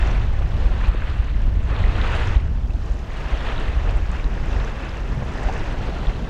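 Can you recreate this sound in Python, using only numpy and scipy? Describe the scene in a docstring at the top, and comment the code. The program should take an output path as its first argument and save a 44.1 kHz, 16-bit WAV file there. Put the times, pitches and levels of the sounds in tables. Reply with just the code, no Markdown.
"""Wind rumbles and thumps on a microphone on the deck of a sailboat at sea: shaped noise and pressure pulses.
The bow wave spills along the hull in surges, four layers of patchy noise that swell and ebb together.
Bubbles and spray droplets, short rising sine rings, sparkle in the wash and the fizzing foam.
Single drops and gulps of air ring out close by, over laps that ripple the water and a faint even hiss.
A limiter ducks the whole scene at the hardest thumps, two of them marked by a thin click."""
import sys
import numpy as np
from scipy import signal
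from scipy.fft import rfft, irfft
from scipy.io import wavfile
from scipy.ndimage import uniform_filter1d

SR = 44100
rng = np.random.default_rng(int(sys.argv[2]) if len(sys.argv) > 2 else 0)


def store_pcm(level_fs):
    """Save levels as 16-bit WAV."""
    pcm = np.round(np.clip(level_fs, -1, 1) * 32767).astype(np.int16)
    wavfile.write(sys.argv[1], SR, np.atleast_2d(pcm).T)


N = 277433
TIME = np.arange(N) / SR


def amp(db):
    """Decibels to gain."""
    return 10 ** (np.asarray(db) / 20)


def unit(x):
    """Scales to rms 1."""
    return x / np.sqrt(np.mean(x ** 2) + 1e-20)


def noise():
    """White noise as long as the scene."""
    return rng.standard_normal(N)


def at_hz(points, hz):
    """Reads a curve of points on a log-frequency axis."""
    point_hz, value = np.transpose(points)
    return np.interp(np.log(hz + 1), np.log(point_hz), value)  # + 1 keeps 0 Hz finite


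def gains(table):
    """One gain curve for each dB column of a table that starts with time."""
    times, *columns = np.transpose(table)
    return [amp(np.interp(TIME, times, column)) for column in columns]


def add(mix, s, sound):
    """Mixes a sound in at time s."""
    part = mix[max(round(s * SR), 0):][:len(sound)]
    part += sound[:len(part)]


def colour(x, spectrum):
    """Filters by a spectrum, to rms 1."""
    gain = amp(at_hz(spectrum, np.fft.rfftfreq(N, 1 / SR)))
    return unit(irfft(rfft(x) * gain, N))


def patchy_noise(patch_db, flicker_db, patch_s, patch_hz):
    """Noise that swells in small patches of time and pitch, and flickers as a whole; both dB are rms."""
    window, hop = 256, 64
    z = signal.stft(noise(), nperseg=window, noverlap=window - hop)[2]
    frames = max(round(patch_s * SR / hop), 1)
    bins = max(round(patch_hz * window / SR), 1)
    patches = uniform_filter1d(rng.standard_normal(z.shape), frames, axis=1)
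    patches = unit(uniform_filter1d(patches, bins, axis=0))
    flicker = unit(uniform_filter1d(rng.standard_normal(z.shape[1]), 2 * frames))
    z = z * amp(patch_db * patches + flicker_db * flicker)
    return signal.istft(z, nperseg=window, noverlap=window - hop)[1][:N]


def bubble(hz, cycles, rise=0.032):
    """A pocket of air rings and dies away, its pitch rising as it nears the surface."""
    u = np.arange(int(3 * cycles * SR / hz)) * hz / (cycles * SR)  # time in units of cycles / hz
    ring = u * np.exp(-u / 0.22)
    turns = cycles * (u + rise * (u * u - u) / 2)
    return ring / ring.max() * np.sin(2 * np.pi * turns)


def bubble_cloud(sizes, per_s, cycles, spread_db, count=40):
    """Bubbles of many pitches burst at random; most are tiny, a few stand out."""
    out = np.zeros(N)
    for hz in np.geomspace(sizes[0][0], sizes[-1][0], count):
        size = amp(spread_db * np.minimum(rng.exponential(1, N), 4))
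        births = size * (rng.random(N) < per_s / count / SR)
        ring = bubble(hz, cycles * rng.uniform(1.0, 1.24))
        out += amp(at_hz(sizes, hz)) * signal.oaconvolve(births, ring)[:N]
    return out


# strength of the wind on the microphone, before the trims in wind():
# (time [s], rumble level [dB], finer flutter level [dB])
WIND_STRENGTH = [(0.0, -15, -35), (0.35, -17.5, -38), (0.7, -17.5, -34), (1.28, -21.5, -37.5),
                 (1.45, -14.5, -32), (1.7, -19.5, -36.5), (1.85, -16, -33), (2.2, -19.5, -37),
                 (2.45, -15.5, -32), (2.88, -23, -36), (3.03, -27, -38), (3.55, -21.5, -36),
                 (3.9, -17, -38), (4.25, -23, -35.5), (4.6, -19, -34.5), (4.8, -28.5, -39),
                 (5.15, -21.5, -32.5), (5.33, -27, -34), (5.6, -22.5, -34.5), (6.29, -26, -31.5)]
# spectra of the large eddies and of the flutter: (frequency [Hz], level [dB per Hz])
RUMBLE_SPECTRUM = [(8, -26), (18, 0), (30, 0.5), (55, 0.5), (80, -8), (110, -13), (160, -25), (300, -42.5),
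                   (700, -97)]
FLUTTER_SPECTRUM = [(50, -11), (110, 2), (160, -0.5), (240, -5.5), (400, -16.5), (800, -24.5), (2500, -70)]


def wind():
    """A steady stream of eddies rumbles; the stronger ones shed a finer flutter."""
    rumble_gain, flutter_gain = gains(WIND_STRENGTH)
    eddies = colour(noise(), RUMBLE_SPECTRUM)
    # the eddies keep a like strength from one tenth of a second to the next
    eddies = unit(eddies / np.sqrt(uniform_filter1d(eddies ** 2, size=4400)))
    shedding = unit(1 + 0.24 * uniform_filter1d(eddies ** 2, size=600))
    flutter = colour(noise() * shedding, FLUTTER_SPECTRUM)
    # the steady rumble dips as each large eddy passes
    lull = np.prod([1 - 0.7 * np.exp(-((TIME - s) * hz) ** 2) for s, db, hz in BUFFETS], axis=0)
    rumble = amp(-0.5) * rumble_gain * lull * eddies
    return rumble + amp(0.5) * flutter_gain * flutter


# large eddies that strike the microphone: (time [s], peak level [dB], centre frequency [Hz])
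BUFFETS = [(0.664, -6, 40), (0.891, -3.5, 41), (1.2, -7.5, 52), (1.364, -10, 40.3), (1.572, -6.5, 47.7),
           (1.85, -6, 37.4), (2.371, -2, 48.6), (2.648, -9.5, 49.3), (2.751, -9, 43.8), (2.915, -9.5, 39.7),
           (3.337, -8.5, 38.7), (3.776, -9.5, 47), (3.965, -8, 40), (4.261, -9, 36), (4.567, -10, 55.6),
           (5.467, -9.5, 37.8), (6.087, -8.5, 35)]


def buffets():
    """Each large eddy is one push of pressure with suction before and after it."""
    out = np.zeros(N)
    t = np.arange(-SR // 20, SR // 20) / SR
    for s, db, hz in BUFFETS:
        u = (np.pi * hz * t) ** 2
        push = (1 - 2 * u) * np.exp(-u)
        add(out, s + t[0], amp(db) * push)
    return out


# thin clicks as the recorder's limiter clamps down on the hardest thumps: (time [s], peak level [dB])
LIMITER_CLICKS = [(0.885, -30), (2.370, -50)]


def limiter_clicks():
    """The limiter's sudden clamp is heard as a thin click, drawn as a very short high ring."""
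    out = np.zeros(N)
    for s, db in LIMITER_CLICKS:
        add(out, s, amp(db) * bubble(hz=11000, cycles=1.1))
    return out


# spectra of low churn, spilling crest, falling spray and foam: (frequency [Hz], level [dB per Hz])
CHURN_SPECTRUM = [(120, -34.5), (250, -1), (380, 1.4), (500, 0), (630, -0.5), (780, -2), (1100, -7),
                  (1800, -14.5), (4000, -39), (8000, -67.5)]
SPILL_SPECTRUM = [(300, -16), (700, -4), (1100, 0), (1400, -1), (1800, -0.5), (2000, -2.5), (2250, -5.5),
                  (2650, -3), (3100, -11), (3600, -13.5), (5000, -37), (12000, -64)]
SPLASH_SPECTRUM = [(1500, -25.5), (2500, -2.5), (3000, 3), (3600, -1.5), (4200, -3), (4700, -9.5),
                   (5500, -28), (8000, -22), (12000, -42)]
FIZZ_SPECTRUM = [(2500, -31.5), (4200, -0.5), (4800, 2.5), (5300, 2), (6100, 0.1), (7000, -3),
                 (8000, -10.5), (9500, -18), (11000, -27), (15000, -43.5)]
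# size of the small bubbles and of the spray droplets, before the trims in sea():
# (pitch [Hz], relative level [dB])
BUBBLE_SIZE = [(500, -8), (1000, -1.5), (1750, 6.5), (2200, 2.5), (2650, -5), (3600, 2.5), (4500, -7.5)]
DROPLET_SIZE = [(3200, 3), (4500, -4), (6000, -0.5), (8000, -3.5), (9500, -14), (11000, -22)]


def sea():
    """Water churns low, the crest spills in a rush of bubbles, its spray falls back, and the foam fizzes."""
    churn_gain, spill_gain, splash_gain, fizz_gain = surges()
    churn = colour(patchy_noise(patch_db=0.7, flicker_db=0.97, patch_s=0.012, patch_hz=400), CHURN_SPECTRUM)
    spill = colour(patchy_noise(patch_db=1.7, flicker_db=0.9, patch_s=0.007, patch_hz=700), SPILL_SPECTRUM)
    splash = colour(patchy_noise(patch_db=1.5, flicker_db=1.9, patch_s=0.006, patch_hz=900), SPLASH_SPECTRUM)
    fizz = colour(patchy_noise(patch_db=2.0, flicker_db=0.37, patch_s=0.0046, patch_hz=1200), FIZZ_SPECTRUM)
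    bubbles = amp(-13.5) * bubble_cloud(BUBBLE_SIZE, per_s=500, cycles=7.9, spread_db=4.5)
    droplets = amp(-9.0) * bubble_cloud(DROPLET_SIZE, per_s=600, cycles=5.7, spread_db=7.0)
    water = amp(2.1) * churn_gain * churn
    water += spill_gain * (amp(-0.07) * spill + bubbles)
    water += amp(-2.5) * splash_gain * splash
    water += fizz_gain * (amp(0.64) * fizz + droplets)
    # the water tumbles unevenly, lifting all its sounds at once
    tumble = amp(0.47 * unit(uniform_filter1d(noise(), size=500)))
    return tumble * laps() * water


# waves that spill along the hull, before the trims in sea(): (crest time [s], rise [s], fall [s],
# level [dB], then against that level: churn [dB], spray [dB], fizz [dB])
SURGES = [(0.05, 0.33, 0.25, -35, -1.5, -8.5, -20), (0.65, 0.48, 0.2, -44, 3, -6.5, -16),
          (0.851, 0.18, 0.25, -38, -5.5, -7.5, -24.5), (1.09, 0.16, 0.39, -40.5, -7.5, -6.5, -23),
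          (1.73, 0.053, 0.36, -37, -0.7, -9.5, -27), (2.14, 0.28, .18, -30.5, -5, -8.5, -21.5),
          (2.3, 0.16, 0.17, -37, -3, -19, -18), (2.93, 0.33, .12, -53, 7, -0.5, -6.5),
          (3.19, 0.11, 0.26, -42, -12, -15, -18.5), (3.5, 0.31, 0.34, -34.5, -2.5, -7.5, -20.5),
          (3.89, 0.14, .13, -40.5, 2, -15, -18.5), (4.15, 0.26, 0.079, -40.5, -8.5, -15, -19),
          (4.62, 0.37, 0.15, -38, 0, -15, -16.5), (4.83, 0.21, 0.37, -39, -3, -14, -20),
          (5.48, 0.29, 0.35, -36.5, 0.5, -26, -16), (5.86, 0.2, 0.33, -41.5, 3.5, -3.5, -20.5),
          (6.05, 0.06, 0.26, -43, -12, -5, -24)]
# the steady wash between the waves, halfway through and before the trims in sea():
# (churn [dB], spill [dB], spray [dB], fizz [dB])
WASH_DB = (-45.5, -53, -56, -62.5)
WASH_GROWTH_DB_PER_S = 0.96
SURGE_EDGE = 1.18  # shape of rise and fall: 1 is a pointed crest, 2 a round one


def surges():
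    """Gain curves of churn, spill, spray and fizz: each wave swells to its crest and ebbs into the wash."""
    growth = amp(WASH_GROWTH_DB_PER_S * (TIME - TIME.mean()))
    power = np.outer(amp(WASH_DB), growth) ** 2
    for crest, rise, fall, db, churn_db, spray_db, fizz_db in SURGES:
        away = np.maximum((crest - TIME) / rise, (TIME - crest) / fall)
        layers = amp(db) * amp([churn_db, 0, spray_db, fizz_db])
        swell = np.exp(-2 * np.abs(away) ** SURGE_EDGE)
        power += np.outer(layers ** 2, swell)
    return np.sqrt(power)


LAP_DB, LAP_HZ = 0.45, 8.2  # rms depth of the ripple, and the rate above which it fades


def laps():
    """Small laps ride on the waves: a slow random ripple in the level of the water."""
    spectrum = [(1, -12), (LAP_HZ / 2, 0), (LAP_HZ, 0), (4 * LAP_HZ, -40), (200, -120)]
    return amp(LAP_DB * colour(noise(), spectrum))


# near drops and gulps of air, before the lift in drips():
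# (time [s], pitch [Hz], peak level [dB], ring length [cycles])
DRIPS = [(0.1132, 5800, -41, 14), (0.9479, 414, -20.5, 1.1), (1.021, 1580, -28.5, 7.2),
         (1.8395, 2000, -26, 7.1), (2.0153, 3650, -27, 5.4), (2.2044, 8300, -45, 6), (2.2737, 6000, -34, 5),
         (2.7058, 2640, -40, 12), (3.489, 3330, -29, 5.5), (3.579, 3790, -35, 13), (3.5998, 7700, -42, 5),
         (3.6833, 2040, -31, 8), (3.892, 2580, -33, 7.7), (4.1164, 7300, -38.5, 5),
         (4.1978, 2470, -32, 6.8), (4.243, 3800, -32.5, 4.6), (4.3774, 1750, -32, 6.7),
         (4.6483, 6100, -39, 9.1), (4.8926, 4995, -39, 11), (5.221, 560, -30, 4.9), (5.4868, 740, -24, 7.9),
         (5.4961, 780, -22, 3.9), (5.7259, 8040, -47, 5), (6.07, 3520, -32, 7.9)]


def drips():
    """Single drops and gulps of air ring close beside the hull."""
    out = np.zeros(N)
    for s, hz, db, cycles in DRIPS:
        add(out, s, amp(db) * bubble(hz, cycles))
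    return amp(4.0) * out


# spectrum of the background hiss: (frequency [Hz], level [dB per Hz])
HISS_SPECTRUM = [(1000, 0), (10000, 0.56), (13000, 0), (16000, -2)]


def hiss():
    """A faint even hiss of steady, nearly flat noise."""
    return amp(-70.5) * colour(noise(), HISS_SPECTRUM)


def scene():
    """Wind and sea at one microphone, with the limiter's clicks, over the hiss."""
    return (wind() + buffets() + limiter_clicks() + sea() + drips() + hiss())[None]


LIMIT_DB, RECOVER_DB_PER_S = -5, 6.5  # peak ceiling, and how fast the gain comes back
EDGE_HZ = 15720  # top of the band


def record(dry):
    """A limiter ducks everything at peaks over the ceiling and recovers slowly; then the band limit."""
    over_db = np.maximum(20 * np.log10(np.abs(dry[0]) + 1e-9) - LIMIT_DB, 0)
    recovery = RECOVER_DB_PER_S * TIME
    duck_db = np.maximum.accumulate(over_db + recovery) - recovery
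    duck_db = uniform_filter1d(duck_db, size=64)
    lowpass = signal.firwin(511, EDGE_HZ, window=("kaiser", 9), fs=SR)
    return signal.oaconvolve(dry * amp(-duck_db), lowpass[None], "same")


dry = scene()
out = record(dry)
store_pcm(out)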